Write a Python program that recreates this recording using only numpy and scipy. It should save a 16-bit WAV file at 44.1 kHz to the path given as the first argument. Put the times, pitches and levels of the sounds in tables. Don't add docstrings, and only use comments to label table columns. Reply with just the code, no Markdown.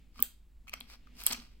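import sys
import numpy as np
from scipy import signal
from scipy.fft import rfft, irfft
from scipy.io import wavfile

SR = 44100
rng = np.random.default_rng(int(sys.argv[2]) if len(sys.argv) > 2 else 0)


def inscribe(sig):
    pcm = np.round(np.clip(np.atleast_2d(sig).T, -1, 1) * 32767)
    wavfile.write(sys.argv[1], SR, pcm.astype(np.int16))


N = 70560
SIZE = 4096
HZ = np.fft.rfftfreq(SIZE, 1 / SR)


def amp(db):
    return 10 ** (np.asarray(db) / 20)


def unit(x):
    return x / np.sqrt(np.mean(abs(x) ** 2) + 1e-20)


def decay(t, t60):
    return np.exp(-np.log(1000) * t / t60)


def read(points, hz):
    f, value = np.transpose(points)
    return np.interp(np.log(hz + 1), np.log(f + 1), value)


def add(mix, s, sound):
    part = mix[:, max(round(s * SR), 0):][:, :sound.shape[1]]
    part += sound[:, :part.shape[1]]


def causal(gain):
    log = np.log(np.maximum(np.r_[gain, gain[-2:0:-1]], 1e-5))
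    return irfft(np.exp(np.conj(signal.hilbert(log)))[:len(gain)], SIZE)


def shaped(x, points):
    n = x.shape[-1]
    return irfft(rfft(x) * amp(read(points, np.fft.rfftfreq(n, 1 / SR))), n)


def ports(pair, lag_ms):
    n = pair.shape[-1]
    delay = np.maximum([[lag_ms], [-lag_ms]], 0) / 1000
    return irfft(rfft(pair) * np.exp(-2j * np.pi * np.fft.rfftfreq(n, 1 / SR) * delay), n)


def spread(three, width):
    return (three[0] + width * three[1:]) / np.sqrt(1 + width ** 2)


def treble(db, corner_hz=5700):
    return amp(db / (1 + (corner_hz / (HZ + 1)) ** 4))


def impact(gain, chatter_db, chatter_s, lag_ms):
    t = np.arange(SIZE) / SR
    envelope = np.exp(-t / chatter_s) * (1 - np.exp(-t / 0.0009))
    blow = amp(chatter_db) * unit(rng.standard_normal((2, SIZE)) * envelope) / np.sqrt(SIZE)
    blow[:, 0] += 1
    sound = signal.fftconvolve(blow, causal(unit(gain))[None], axes=1)[:, :SIZE]
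    return ports(unit(sound) / np.sqrt(SIZE), lag_ms)


# frequency in Hz, gain in dB.
ROOM_TONE_EQ = [(20, 0), (35, -6), (60, -7), (85, -19), (140, -20), (260, -25), (450, -37), (1000, -43),
                (2500, -45), (6000, -50), (16000, -49)]

def background(tone_db=-58, hum_db=-60, hum_hz=50.47):
    hum = np.sqrt(2) * np.sin(2 * np.pi * (hum_hz * np.arange(N) / SR + rng.random()))
    tone = shaped(spread(rng.standard_normal((3, N)), width=0.33), ROOM_TONE_EQ)
    return amp(tone_db) * unit(tone) + amp(hum_db) * hum


# time in seconds, level in dB.
HANDLING_LEVEL = [(0, -67), (.2, -81.5), (.4, -83), (.6, -87.5), (.75, -64), (.95, -72.5), (1.15, -62),
                  (1.35, -68), (1.449, -67), (1.6, -71)]
# frequency in Hz, gain in dB.
HANDLING_EQ = [(40, 2), (100, -10.5), (150, 0.5), (200, 4), (248, 6.5), (300, -4.5), (350, -13),
               (420, -8.5), (520, -15), (1200, -27.5), (2300, -10)]

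def handling(top_hz=2600):
    level = amp(np.interp(np.arange(N) / SR, *np.transpose(HANDLING_LEVEL)))
    rumble = shaped(spread(rng.standard_normal((3, N)), width=0.62), HANDLING_EQ)
    lowpass = signal.butter(2, top_hz, fs=SR, output="sos")
    return level * unit(signal.sosfilt(lowpass, rumble))


# start, peak and end in seconds, level in dB, treble in dB.
FILM_PULLS = [(0.13, 0.186, 0.34, -57, 3), (0.72, 0.719, 1.03, -60.5, -9), (.865, .905, .97, -55, 4),
              (0.881, 0.941, 0.97, -53.5, -1), (1.155, 1.209, 1.293, -47, 7.5),
              (1.251, 1.266, 1.318, -36, 11), (1.28, 1.312, 1.363, -39, -6.5),
              (1.31, 1.334, 1.527, -51.5, -2)]
# frequency in Hz, gain in dB.
RUSTLE_EQ = [(100, -16.5), (300, -2), (500, -3.5), (900, 1.5), (1350, 4), (1800, -0.5), (2400, 6.5),
             (3300, 0), (5000, 7), (6800, -8), (9000, -7.5), (12000, -7.5), (15500, -11)]

def film_rustle(slips_per_s=1800, slip_spread_db=4.5, hiss=.35, fade_db=23):
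    out, t = np.zeros((2, N)), np.arange(N) / SR
    for start, peak, end, db, treble_db in FILM_PULLS:
        slips = (rng.random((3, N)) < slips_per_s / SR) * rng.choice([-1, 1], (3, N))
        strength = amp(slip_spread_db * np.minimum(rng.exponential(1, (3, N)), 4))
        friction = unit(slips * strength) + hiss * rng.standard_normal((3, N))
        rub = ports(spread(friction, width=0.83), lag_ms=-.1)
        colour = causal(amp(read(RUSTLE_EQ, HZ)) * treble(treble_db))
        rustle = signal.oaconvolve(rub, colour[None], axes=1)[:, :N]
        from_peak = np.maximum((peak - t) / max(peak - start, .002), (t - peak) / max(end - peak, .002))
        out += unit(rustle) * amp(db - fade_db * np.minimum(from_peak, 10) ** 1.3)
    return out


# start in seconds, level in dB, favoured ring in Hz,
# treble in dB, rattle decay in seconds.
GEAR_TICKS = [(0.158, -38, 1080, -7, 0.0024), (0.1924, -20, 1220, -12, 0.0024),
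              (0.6714, -33.5, 1206, -4, 0.0042), (.6798, -27, 2330, 0, .002),
              (0.6837, -26.5, 2360, 6, 0.0032), (0.6948, -23, 2420, 11, 0.00065),
              (0.7328, -19, 2250, -3.5, 0.0029), (0.7376, -12.5, 2250, -2.5, .0008),
              (.7380, -16, 840, 4.5, 0.0014), (0.8044, -23.5, 9700, 20, 0.00092),
              (0.8085, -19.5, 3670, -17, .0011), (1.0714, -34.5, 1404, -8.5, 0.0019),
              (1.2145, -27, 2530, 13, .004), (1.2705, -8, 3410, 16.5, .0012),
              (1.31, -12.5, 4000, 6.5, 0.0018), (1.3234, -10.5, 8300, 10, 0.0016),
              (1.3265, -11.5, 3430, 2, 0.0045), (1.3309, -9, 5860, 10.5, 0.0015),
              (1.3457, -17.5, 2512, -7, 0.0036), (1.3998, -29, 4300, -7, 0.0012)]
# frequency in Hz, width in Hz, level in dB.
BODY_MODES = [(650, 250, -11.5), (1244, 160, -1.5), (2460, 310, -5), (3100, 350, -10), (4300, 300, -6.5),
              (5886, 1300, -12), (8500, 510, -17.5), (10700, 900, -19.5), (12000, 600, -15.5),
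              (14500, 1200, -16)]

def gear_ticks(boost_db=13.5, boost_octaves=0.29):
    out = np.zeros((2, N))
    body = np.sqrt(sum(amp(db) ** 2 / (1 + ((HZ ** 2 - hz ** 2) / (width * (HZ + 1))) ** 2)
                       for hz, width, db in BODY_MODES))
    for s, db, hz, treble_db, rattle_s in GEAR_TICKS:
        boost = amp(boost_db * np.exp(-.5 * (np.log2((HZ + 1) / hz) / boost_octaves) ** 2))
        colour = body * boost * treble(treble_db)
        add(out, s, amp(db) * impact(colour, chatter_db=2, chatter_s=rattle_s, lag_ms=-0.08))
    return out


# start in seconds, level in dB.
TABLE_BUMPS = [(.170, -35), (0.197, -21), (0.736, -42), (0.811, -31), (0.928, -37.5), (1.072, -47),
               (1.15, -40), (1.304, -20.5), (1.332, -21), (1.384, -26)]
# frequency in Hz, 60 dB decay in seconds, level in dB.
WOOD_MODES = [(145, 0.034, -5), (179, 0.041, -1.5), (239, 0.18, 6.5), (397, .08, -6)]

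def table_bumps():
    out, t = np.zeros((2, N)), np.arange(2 * SIZE) / SR
    ring = sum(amp(db) * decay(t, t60) * np.sin(2 * np.pi * hz * t) for hz, t60, db in WOOD_MODES)
    for s, db in TABLE_BUMPS:
        add(out, s, -amp(db) * unit(ring)[None] / np.sqrt(len(t)))
    return out


# start in seconds, level in dB, ring in Hz,
# ring width in Hz, crack against the ring in dB.
FILM_SNAPS = [(0.2031, -18, 14500, 2445, -3), (0.2255, 6.5, 15200, 1500, -7),
              (1.2369, -16.5, 14000, 3024, 3.5), (1.2654, 5.5, 10400, 2400, -4.5)]
# frequency in Hz, gain in dB.
CRACK_EQ = [(200, -23.5), (700, -15), (1250, -6.5), (1800, -14.5), (2500, -4.5), (3200, 3.5), (3900, -10),
            (5500, -9), (7000, -10), (8300, 3.5), (11000, -2), (13500, 6), (16000, 2)]

def film_snaps(ring_send_db=-14, chatter_s=0.00071):
    direct, send = np.zeros((2, 2, N))
    for s, db, hz, width, crack_db in FILM_SNAPS:
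        ring = unit(1 / (1 + ((HZ - hz) / width * 2) ** 2))
        crack = amp(crack_db) * unit(amp(read(CRACK_EQ, HZ)))
        add(direct, s, amp(db) * impact(np.hypot(ring, crack), 0, chatter_s, lag_ms=0.23))
        off_axis = np.hypot(amp(ring_send_db) * ring, crack)
        add(send, s, amp(db + crack_db) * impact(off_axis, 0, chatter_s, lag_ms=0))
    return direct, send


# frequency in Hz, 60 dB decay in seconds.
REVERB_TIMES = [(200, 0.22), (1000, 0.15), (3200, 0.34), (8000, .26), (15000, 0.17)]
# frequency in Hz, gain in dB.
REVERB_EQ = [(200, -4.5), (1200, 0.5), (3200, -6), (5500, -2.5), (8000, -8.5), (11000, -4.5), (15500, -12)]

def room(send):
    n = SR // 2
    hz, t, bands = signal.stft(spread(rng.standard_normal((3, n)), width=.9), SR, nperseg=256)
    t60 = read(REVERB_TIMES, hz)[:, None]
    equal_energy = np.sqrt(2 * np.log(1000) / (t60 * SR))
    bands = bands * decay(t, t60) * amp(read(REVERB_EQ, hz))[:, None] * equal_energy
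    fade_in = np.minimum(np.arange(n) / SR / 0.002, 1)
    tail = signal.istft(bands, SR, nperseg=256)[1][:, :n] * fade_in
    return signal.fftconvolve(send[1:], tail, axes=1)[:, :N]


# frequency in Hz, 60 dB decay in seconds, resonant gain in dB.
METAL_MODES = [(1179, 0.054, -6.5), (2167, .04, -5.5), (3190, 0.018, -4.5), (3295, 0.24, 2.5),
               (4750, .08, -3), (5700, .1, 2), (8080, .1, -2), (8715, .09, -1)]

def metal_ring(x):
    t = np.arange(SIZE) / SR
    ring = sum(amp(db) * 2 * np.log(1000) / (t60 * SR) * decay(t, t60) * np.cos(2 * np.pi * hz * t)
               for hz, t60, db in METAL_MODES)
    return x + signal.oaconvolve(x, ring[None], axes=1)[:, :N]


def scene(gear_send_db=-8, film_send_db=-10):
    snaps, snap_send = film_snaps()
    gear, film, bumps = gear_ticks(), film_rustle(), table_bumps()
    walls = room(snap_send + amp(gear_send_db) * gear + amp(film_send_db) * film + bumps)
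    return metal_ring(snaps + gear + film + walls) + bumps + handling() + background()


# frequency in Hz, left minus right in dB.
STEREO_LEAN = [(150, -1), (500, 1), (1100, 3), (2300, 2), (4500, -1.5), (8000, -0.5)]

def record(dry, shared_above_hz=7040, top_hz=16100):
    hz = np.fft.rfftfreq(N, 1 / SR)
    left, right = rfft(dry)
    own = 1 / np.sqrt(1 + (hz / shared_above_hz) ** 12)
    late_right = rfft(ports(dry[[1, 1]], lag_ms=0.2588))[0]
    left = own * left + np.sqrt(1 - own ** 2) * late_right
    balance = amp(np.outer([.5, -.5], read(STEREO_LEAN, hz)))
    pair = irfft(np.array([left, right]) * balance, N)
    lowpass = signal.firwin(151, top_hz, window=("kaiser", 9), fs=SR)
    return signal.oaconvolve(pair, lowpass[None], "same")


dry = scene()
out = record(dry)
inscribe(out)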